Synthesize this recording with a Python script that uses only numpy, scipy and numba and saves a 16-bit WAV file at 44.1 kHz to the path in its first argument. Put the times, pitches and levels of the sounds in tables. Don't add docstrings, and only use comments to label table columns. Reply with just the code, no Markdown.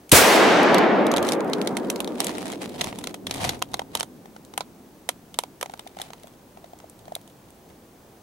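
import sys
import numpy as np
from scipy import signal
from scipy.fft import rfft, irfft
from scipy.io import wavfile
from scipy.ndimage import uniform_filter1d
from numba import njit

SR = 44100
rng = np.random.default_rng(int(sys.argv[2]) if len(sys.argv) > 2 else 0)


def persist_wave(psi):
    counts = np.round(np.clip(psi, -1, 1) * 32767).astype(np.int16)
    wavfile.write(sys.argv[1], SR, np.atleast_2d(counts).T)


N = 362898
TIME = np.arange(N) / SR
SHOT_S = .1168


def undb(db):
    return 10 ** (np.asarray(db) / 20)


def unit(x):
    return x / np.sqrt(np.mean(x ** 2) + 1e-30)


def swell(rows, start):
    s, db = np.transpose(rows)
    return undb(np.interp(TIME - start, s, db, left=-200, right=-200))


def gesture(start, hold, db, rise_db_per_s, fade_db_per_s):
    drop_db = np.maximum(rise_db_per_s * (start - TIME), fade_db_per_s * (TIME - start - hold))
    return 10 ** ((db - np.clip(drop_db, 0, 120)) / 10)


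def flicker(depth_db, smooth_samples, size=N):
    return undb(depth_db * unit(uniform_filter1d(rng.standard_normal(size), smooth_samples)))


def colour(rows, hz):
    at, db = np.transpose(rows)
    return undb(np.interp(np.log(hz + 1), np.log(at), db))


def noise(side_db, size=N):
    mid, side = rng.standard_normal((2, size))
    return unit(mid + undb(side_db) * side * np.array([[1], [-1]]))


def tinted(rows, side_db, bass_side_db=-9, bass_hz=35, wide_hz=110):
    hz = np.fft.rfftfreq(N, 1 / SR)
    mid, side = rfft(rng.standard_normal((2, N)))
    side = side * colour([(bass_hz, bass_side_db), (wide_hz, side_db)], hz)
    return unit(irfft(np.array([mid + side, mid - side]) * colour(rows, hz), N))


def resonance(hz, centre, width):
    return hz * width / (hz * width + 1j * (hz ** 2 - centre ** 2))


def hit_level(x, db):
    return x * undb(db) / np.sqrt(np.sum(x ** 2, axis=-1, keepdims=True) / (.01 * SR))


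def add(out, s, sound, pan_db=0):
    i = int(s * SR)
    out[:, i:i + sound.shape[-1]] += (sound * undb(np.array([[pan_db], [-pan_db]]) / 2))[:, :N - i]


# f/Hz, level/dB
FOREST_COLOUR = [(20, -23.5), (50, -9), (110, -5), (330, -3), (480, -7), (800, -10.5), (1300, -19.5),
                 (2200, -24.5), (5000, -27.5), (15500, -29.5)]
# f/Hz, level/dB
WHINE_TONES = [(6218, -80.5), (15735, -74.5)]
def background(forest_db=-51):
    whine = sum(undb(db) * np.sqrt(2) * np.sin(2 * np.pi * hz * TIME) for hz, db in WHINE_TONES)
    forest = tinted(FOREST_COLOUR, side_db=-3.5, bass_side_db=-22, bass_hz=250, wide_hz=900)
    return forest * undb(forest_db) + whine


# f/Hz, width/Hz, level/dB
CASE_TONES = [(560, 220, -1), (740, 150, 1.5), (942, 95, 4), (1290, 280, -3.5), (1995, 430, -3.5),
              (3163, 160, -4.5), (3780, 670, -6), (5640, 480, -11.5), (6204, 690, -6), (8400, 900, -18.5),
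              (9240, 2100, -18.5), (10100, 1200, -22), (10800, 300, -18)]
def case(push, stretch=1, airborne_db=-8):
    hz = np.fft.rfftfreq(push.shape[-1], 1 / SR)
    response = sum(undb(db) * resonance(hz, f * stretch, width) for f, width, db in CASE_TONES)
    return irfft(rfft(push) * (response + undb(airborne_db)), push.shape[-1])


# t/s, length/s, scrape level/dB, rumble level/dB
HAND_MOVES = [(1.154, 0.042, -66, -38.5), (1.248, 0.076, -33, -61), (1.48, 0.93, -49.5, -70),
              (2.201, 0.082, -33.5, -52), (2.285, 0.26, -39, -52), (2.622, 0.026, -35.5, -52),
              (2.69, 0.41, -47.5, -46.5), (2.8, 0.089, -37, -40.5), (3.312, 0.24, -38.5, -39.5),
              (3.413, 0.067, -29.5, -32.5), (3.722, 0.066, -54, -44), (3.943, 0.055, -45, -47),
              (5.707, 0.62, -62, -75), (5.989, 0.073, -46, -57.5), (6.546, 1, -71, -75),
              (7.05, .05, -70, -51.5), (7.687, 0.021, -72, -56)]
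def hand_motion():
    scrape_power = sum(gesture(s, length, db, 548, 518) for s, length, db, _ in HAND_MOVES)
    rumble_power = sum(gesture(s, length, db, 178, 144) for s, length, _, db in HAND_MOVES)
    return np.sqrt(scrape_power), np.sqrt(rumble_power)


# f/Hz, level/dB
SCRAPE_COLOUR = [(150, -10), (300, -8), (700, 13), (1400, 1.5), (2300, 5.5), (4000, 3.5), (6000, -3),
                 (10000, -2.5), (12500, -9.5), (15500, -21)]
RUMBLE_COLOUR = [(20, -9), (50, -5), (90, 5), (135, 6), (250, 0), (450, -7), (700, -3.5), (1000, -10.5),
                 (2500, -55)]
def rubbing(scrape_gain, rumble_gain, case_db=-5, catches_per_s=75, catch_s=0.0011):
    grains, jerks = flicker(3, 24), flicker(2, 300)
    slips = (rng.random(N) < catches_per_s / SR) * rng.random(N) ** 2 * 2
    catches = undb(12) * signal.lfilter([1], [1, -np.exp(-1 / (catch_s * SR))], slips)
    hiss = tinted(SCRAPE_COLOUR, side_db=-2.5, bass_side_db=-1, bass_hz=1500, wide_hz=8000)
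    scrape = unit(hiss * (grains * jerks + catches))
    friction = unit(scrape + undb(case_db) * unit(case(scrape)))
    rumble = tinted(RUMBLE_COLOUR, side_db=-1.5, bass_side_db=-14.5, bass_hz=140, wide_hz=500)
    return friction * scrape_gain + rumble * rumble_gain


# t/s, ring level/dB, f/Hz, tick level compared with the ring/dB
FINGER_KNOCKS = [(3.817, -33, 910, -11), (4.2561, -44.5, 815, -5.5), (4.3627, -44.5, 826, -0.5),
                 (4.537, -44.5, 870, 2.5), (5.6583, -39.5, 800, 0), (5.696, -37.5, 800, -6.5),
                 (5.7366, -36, 790, -5), (5.8649, -38.5, 738, -19), (5.9686, -38, 760, -14),
                 (5.9985, -34.5, 774, -8), (6.103, -41.5, 720, -4), (6.2418, -43, 637, -20),
                 (6.572, -42.5, 740, -9), (6.642, -41, 665, -9.5), (6.7327, -40, 720, -14),
                 (6.8003, -49.5, 700, 1), (6.8414, -42, 660, -22), (7.0796, -39, 696, -11),
                 (7.1202, -31.5, 686, -20), (7.1626, -36, 690, -11), (7.7043, -56, 660, -2)]
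def knocks(rise_s=0.00087, ring_s=0.0023, right_lag_s=0.00036, fingertip_hz=3000):
    out = np.zeros((2, N))
    t = np.maximum(TIME[:2048] - np.array([[0], [right_lag_s]]), 0)
    shape = (1 - np.exp(-t / rise_s)) ** 2 * np.exp(-t / ring_s)
    soften = signal.butter(1, fingertip_hz, fs=SR, output="sos")
    for s, db, hz, tick_db in FINGER_KNOCKS:
        ring = shape * np.sin(2 * np.pi * hz * t)
        tick = signal.sosfilt(soften, case(noise(-2.5, size=2048) * shape))
        add(out, s, hit_level(ring, db) + hit_level(tick, db + tick_db))
    return out


# t/s, level/dB, f/Hz
LOOSE_PART_PINGS = [(1.5327, -32.5, 4080), (6.016, -34.5, 3600), (7.1515, -32.5, 3720)]
def pings(ring_s=0.0017, right_lag_s=.00005, split=0.1):
    out = np.zeros((2, N))
    t = np.maximum(TIME[:2048] - np.array([[0], [right_lag_s]]), 0)
    for s, db, hz in LOOSE_PART_PINGS:
        phase = 2 * np.pi * hz * t
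        pair = np.sin(phase * (1 + split / 2)) - np.sin(phase * (1 - split / 2))
        add(out, s, hit_level(pair * np.exp(-t / ring_s), db))
    return out


def creaks(scrape_gain, growth=.62, scatter_db=3, tilt_db=4, tries=120):
    rows = []
    for s, (strength, tilt) in zip(rng.random(tries) * TIME[-1], rng.standard_normal((tries, 2))):
        scrape_db = 20 * np.log10(scrape_gain[int(s * SR)])
        db = -20 + growth * scrape_db + scatter_db * strength
        if db > -66:
            rows.append((s, db, -3 - tilt_db * tilt, -2 + tilt_db * tilt))
    return snaps(rows)


# t/s, middle band level/dB, low band compared with it/dB, top band compared with it/dB
SHARP_CLICKS = [(.0924, -47, -29, 3), (.096, -54, -25, 1), (.6306, -37.5, -3, 7), (.7439, -17.5, -9, -4),
                (.7816, -19.5, -4, -8), (1.0661, -33.5, -9, -3), (1.1151, -31, -13, -4),
                (1.138, -29.5, 8, -13), (1.1624, -27.5, -15, -6.5), (1.1701, -28.5, -3, -5),
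                (1.1806, -27.5, -15, -12), (1.2268, -35.5, -6, -1.5), (1.2878, -26.5, -6.5, -4.5),
                (1.3202, -26, -8, -4), (1.3321, -35, -4.5, -2.5), (1.4049, -37.5, -7, -12),
                (1.5327, -27, -9, -11), (1.6143, -32.5, -7, -8), (1.6726, -27.5, -3, -7),
                (1.768, -29, -3.5, -3), (1.8996, -28, -3.5, 1), (1.9587, -36.5, -8, -5),
                (2.0028, -28.5, -1.5, -3.5), (2.0444, -36.5, -7, -6), (2.0745, -37, 3, -8),
                (2.2027, -24, -2.5, -1.5), (2.2442, -44, 1, 15), (2.2674, -30, -12, 0),
                (2.3817, -37, 3, -3), (2.5178, -41, -7, -1), (2.8098, -23.5, -14, -14),
                (2.8141, -26.5, -3, -6), (2.8407, -32.5, -2, -2), (2.9858, -40.5, 1, 1),
                (3.0392, -34, -3, -5), (3.0708, -31.5, -3.5, -6), (3.1418, -37, 1, -4.5),
                (3.2674, -28.5, -7, -9), (3.3092, -27, -7.5, -8), (3.4912, -23, -7, -8.5),
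                (3.6183, -37, 7, -12), (3.6224, -25.5, -0.5, -7), (3.7345, -42, 2, -8),
                (3.7406, -27, 0.5, -8.5), (3.7926, -33, 6.5, -9), (3.951, -25, -0.5, -2.5),
                (3.971, -35, -9.5, -7), (3.9982, -36, -4, 5), (4.0065, -27.5, 2, -10),
                (4.0288, -35.5, 2, 0.5), (4.449, -56.5, -8, 3), (4.576, -29, 3.5, -1),
                (4.6065, -33.5, 4.5, -11), (5.0893, -24.5, -0.5, -2), (5.3417, -40.5, -9, -7),
                (5.3876, -22.5, 0.5, -1.5), (5.4355, -37.5, 4.5, -7), (5.6109, -34, -2.5, -3),
                (5.6269, -33.5, 7, -1), (5.793, -40.5, 1, -4), (5.8729, -44.5, -16, -5.5),
                (6.0156, -37.5, -1, 1), (6.1324, -44, 1.5, -5), (6.2702, -55, 5, 0),
                (6.897, -65, -12.5, 17), (7.1515, -39.5, -14, 6)]
def snaps(rows, rise_s=0.0011, slip_s=0.0017, rattle_s=0.012, spot_hz=3400):
    out, t = np.zeros((2, N)), TIME[:2048]
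    hz = np.fft.rfftfreq(len(t), 1 / SR)
    rattle = undb(-19) * np.exp(-t / rattle_s)
    contact = np.minimum(t / rise_s, 1) ** 2 * (np.exp(-np.maximum(t - rise_s, 0) / slip_s) + rattle)
    bands = [signal.butter(2, edges_hz, "band", fs=SR, output="sos")
             for edges_hz in ((320, 1360), (1900, 5900), (6800, 12300))]
    for s, db, low_db, top_db in rows:
        grip, place, across = rng.standard_normal(3)
        slip = contact * flicker(4, 30, len(t))
        spot = 1 + undb(1) * resonance(hz, spot_hz * np.exp(0.13 * place), width=800)
        for band, share_db, side_db in zip(bands, (low_db, 0, top_db), (-2.5, -2.5, -6)):
            ring = case(noise(side_db, len(t)) * slip, stretch=1 + 0.05 * grip)
            click = signal.sosfilt(band, irfft(rfft(ring) * spot))
            add(out, s, hit_level(click, db + share_db), pan_db=-1 + 1.65 * across)
    return out


def travel_loss_db(hz, travel_s, air_db_per_s_hz=0.0066, brush_db_per_s=7.9, brush_hz=300):
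    loss_db_per_s = air_db_per_s_hz * hz + brush_db_per_s * hz ** 2 / (hz ** 2 + brush_hz ** 2)
    late_lows_db = np.outer(1 / (1 + (hz / 600) ** 2), np.exp(-travel_s / .22))
    return np.outer(loss_db_per_s, travel_s) + late_lows_db


# f/Hz, level/dB
FRESH_ECHO_COLOUR = [(25, -44), (50, -39), (90, -38), (130, -25.5), (190, -7.5), (280, -0.5), (420, 1),
                     (650, 0.5), (1000, -3), (2000, -5), (4000, -10), (8000, -12.5), (15500, -12.5)]
# level/dB, hold/s, fade/(dB per s)
ECHO_LAYERS = [(-4, 0.014, 109), (-6.5, 0.708, 83), (-11.5, .05, 10), (-47, 1, 2)]
def echo(delay_s=.015, rise_db_per_s=3702.5, patchy_db=1.0):
    hz, s, (mid, side) = signal.stft(rng.standard_normal((2, N)), SR, nperseg=2048)
    travel_s = np.maximum(s - SHOT_S, 0)
    tone = colour(FRESH_ECHO_COLOUR, hz)[:, None] * undb(-travel_loss_db(hz, travel_s))
    tone /= np.sqrt(np.mean(tone ** 2, axis=0))
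    clumps = uniform_filter1d(rng.standard_normal(tone.shape), size=2, axis=1)
    clumps = uniform_filter1d(clumps, size=10, axis=0)
    tone *= undb(patchy_db * unit(clumps))
    width = colour([(200, -11), (2000, -6)], hz)[:, None]
    stereo = np.array([mid + width * side, mid - width * side]) / np.sqrt(1 + width ** 2)
    power = sum(gesture(SHOT_S + delay_s, hold, db, rise_db_per_s, fade) for db, hold, fade in ECHO_LAYERS)
    return signal.istft(stereo * tone, SR)[1][:, :N] * np.sqrt(power)


# t/s after the shot, level/dB
CRACK_SHAPE = [(-.002, -41.5), (0, -17), (.0012, -3), (.0085, -5.5), (.0105, -17), (.02, -57)]
THUMP_SHAPE = [(.007, -27), (.0105, -1.5), (.018, 3), (.028, -14.5), (.06, -23), (.2, -32), (.7, -36.5),
               (.9, -57)]
SPLASH_SHAPE = [(.008, -1), (.028, -13), (.036, -3), (.06, -4), (.09, -13.5), (.13, -27.5), (.25, -21.5)]
# f/Hz, level/dB
CRACK_TONE = [(60, -9.5), (300, -15.5), (1000, -3.5), (3500, 1), (6000, -4), (11000, 6), (15500, -14.5)]
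THUMP_TONE = [(20, -29), (45, -22.5), (72, -0.5), (120, -3.5), (200, 0.5), (300, -2), (900, -17.5),
              (2000, -16), (6000, -33)]
SPLASH_TONE = [(200, -11), (1000, -5.5), (2000, -3.5), (5000, -3.5), (10000, -0.5), (12500, -9),
               (15500, -6)]
def blast(gas_hz=76, gas_db=-2, gas_delay_s=0.0075):
    crack = tinted(CRACK_TONE, side_db=-8) * swell(CRACK_SHAPE, SHOT_S)
    t = np.maximum(TIME - SHOT_S - gas_delay_s, 0)
    gas = -undb(gas_db) * np.sin(2 * np.pi * gas_hz * t) * np.exp(-t * gas_hz / 1.3)
    thump = tinted(THUMP_TONE, side_db=-7.5, bass_side_db=3.5) * swell(THUMP_SHAPE, SHOT_S)
    splash = tinted(SPLASH_TONE, side_db=-6.5) * swell(SPLASH_SHAPE, SHOT_S)
    return crack + gas + thump + splash


def scene():
    scrape_gain, rumble_gain = hand_motion()
    woods = blast() + echo() + background()
    handling = rubbing(scrape_gain, rumble_gain) + knocks() + pings()
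    return woods + handling + snaps(SHARP_CLICKS) + creaks(scrape_gain)


@njit
def follow(x, attack, release):
    out, level = np.empty(len(x)), 0.
    for i in range(len(x)):
        level += (x[i] - level) * (attack if x[i] > level else release)
        out[i] = level
    return out


def record(dry, hold_db=-13.0, most_cut_db=-8, attack_s=0.0051, release_s=0.05, top_hz=15900):
    loudness = follow(np.abs(dry).mean(axis=0), 1 / (attack_s * SR), 1 / (release_s * SR))
    held = dry * np.clip(undb(hold_db) / (loudness + 1e-9), undb(most_cut_db), 1)
    clipped = held / (1 + (held / .85) ** 4) ** .25
    return signal.sosfilt(signal.ellip(10, .2, 70, top_hz, fs=SR, output="sos"), clipped)


dry = scene()
out = record(dry)
persist_wave(out)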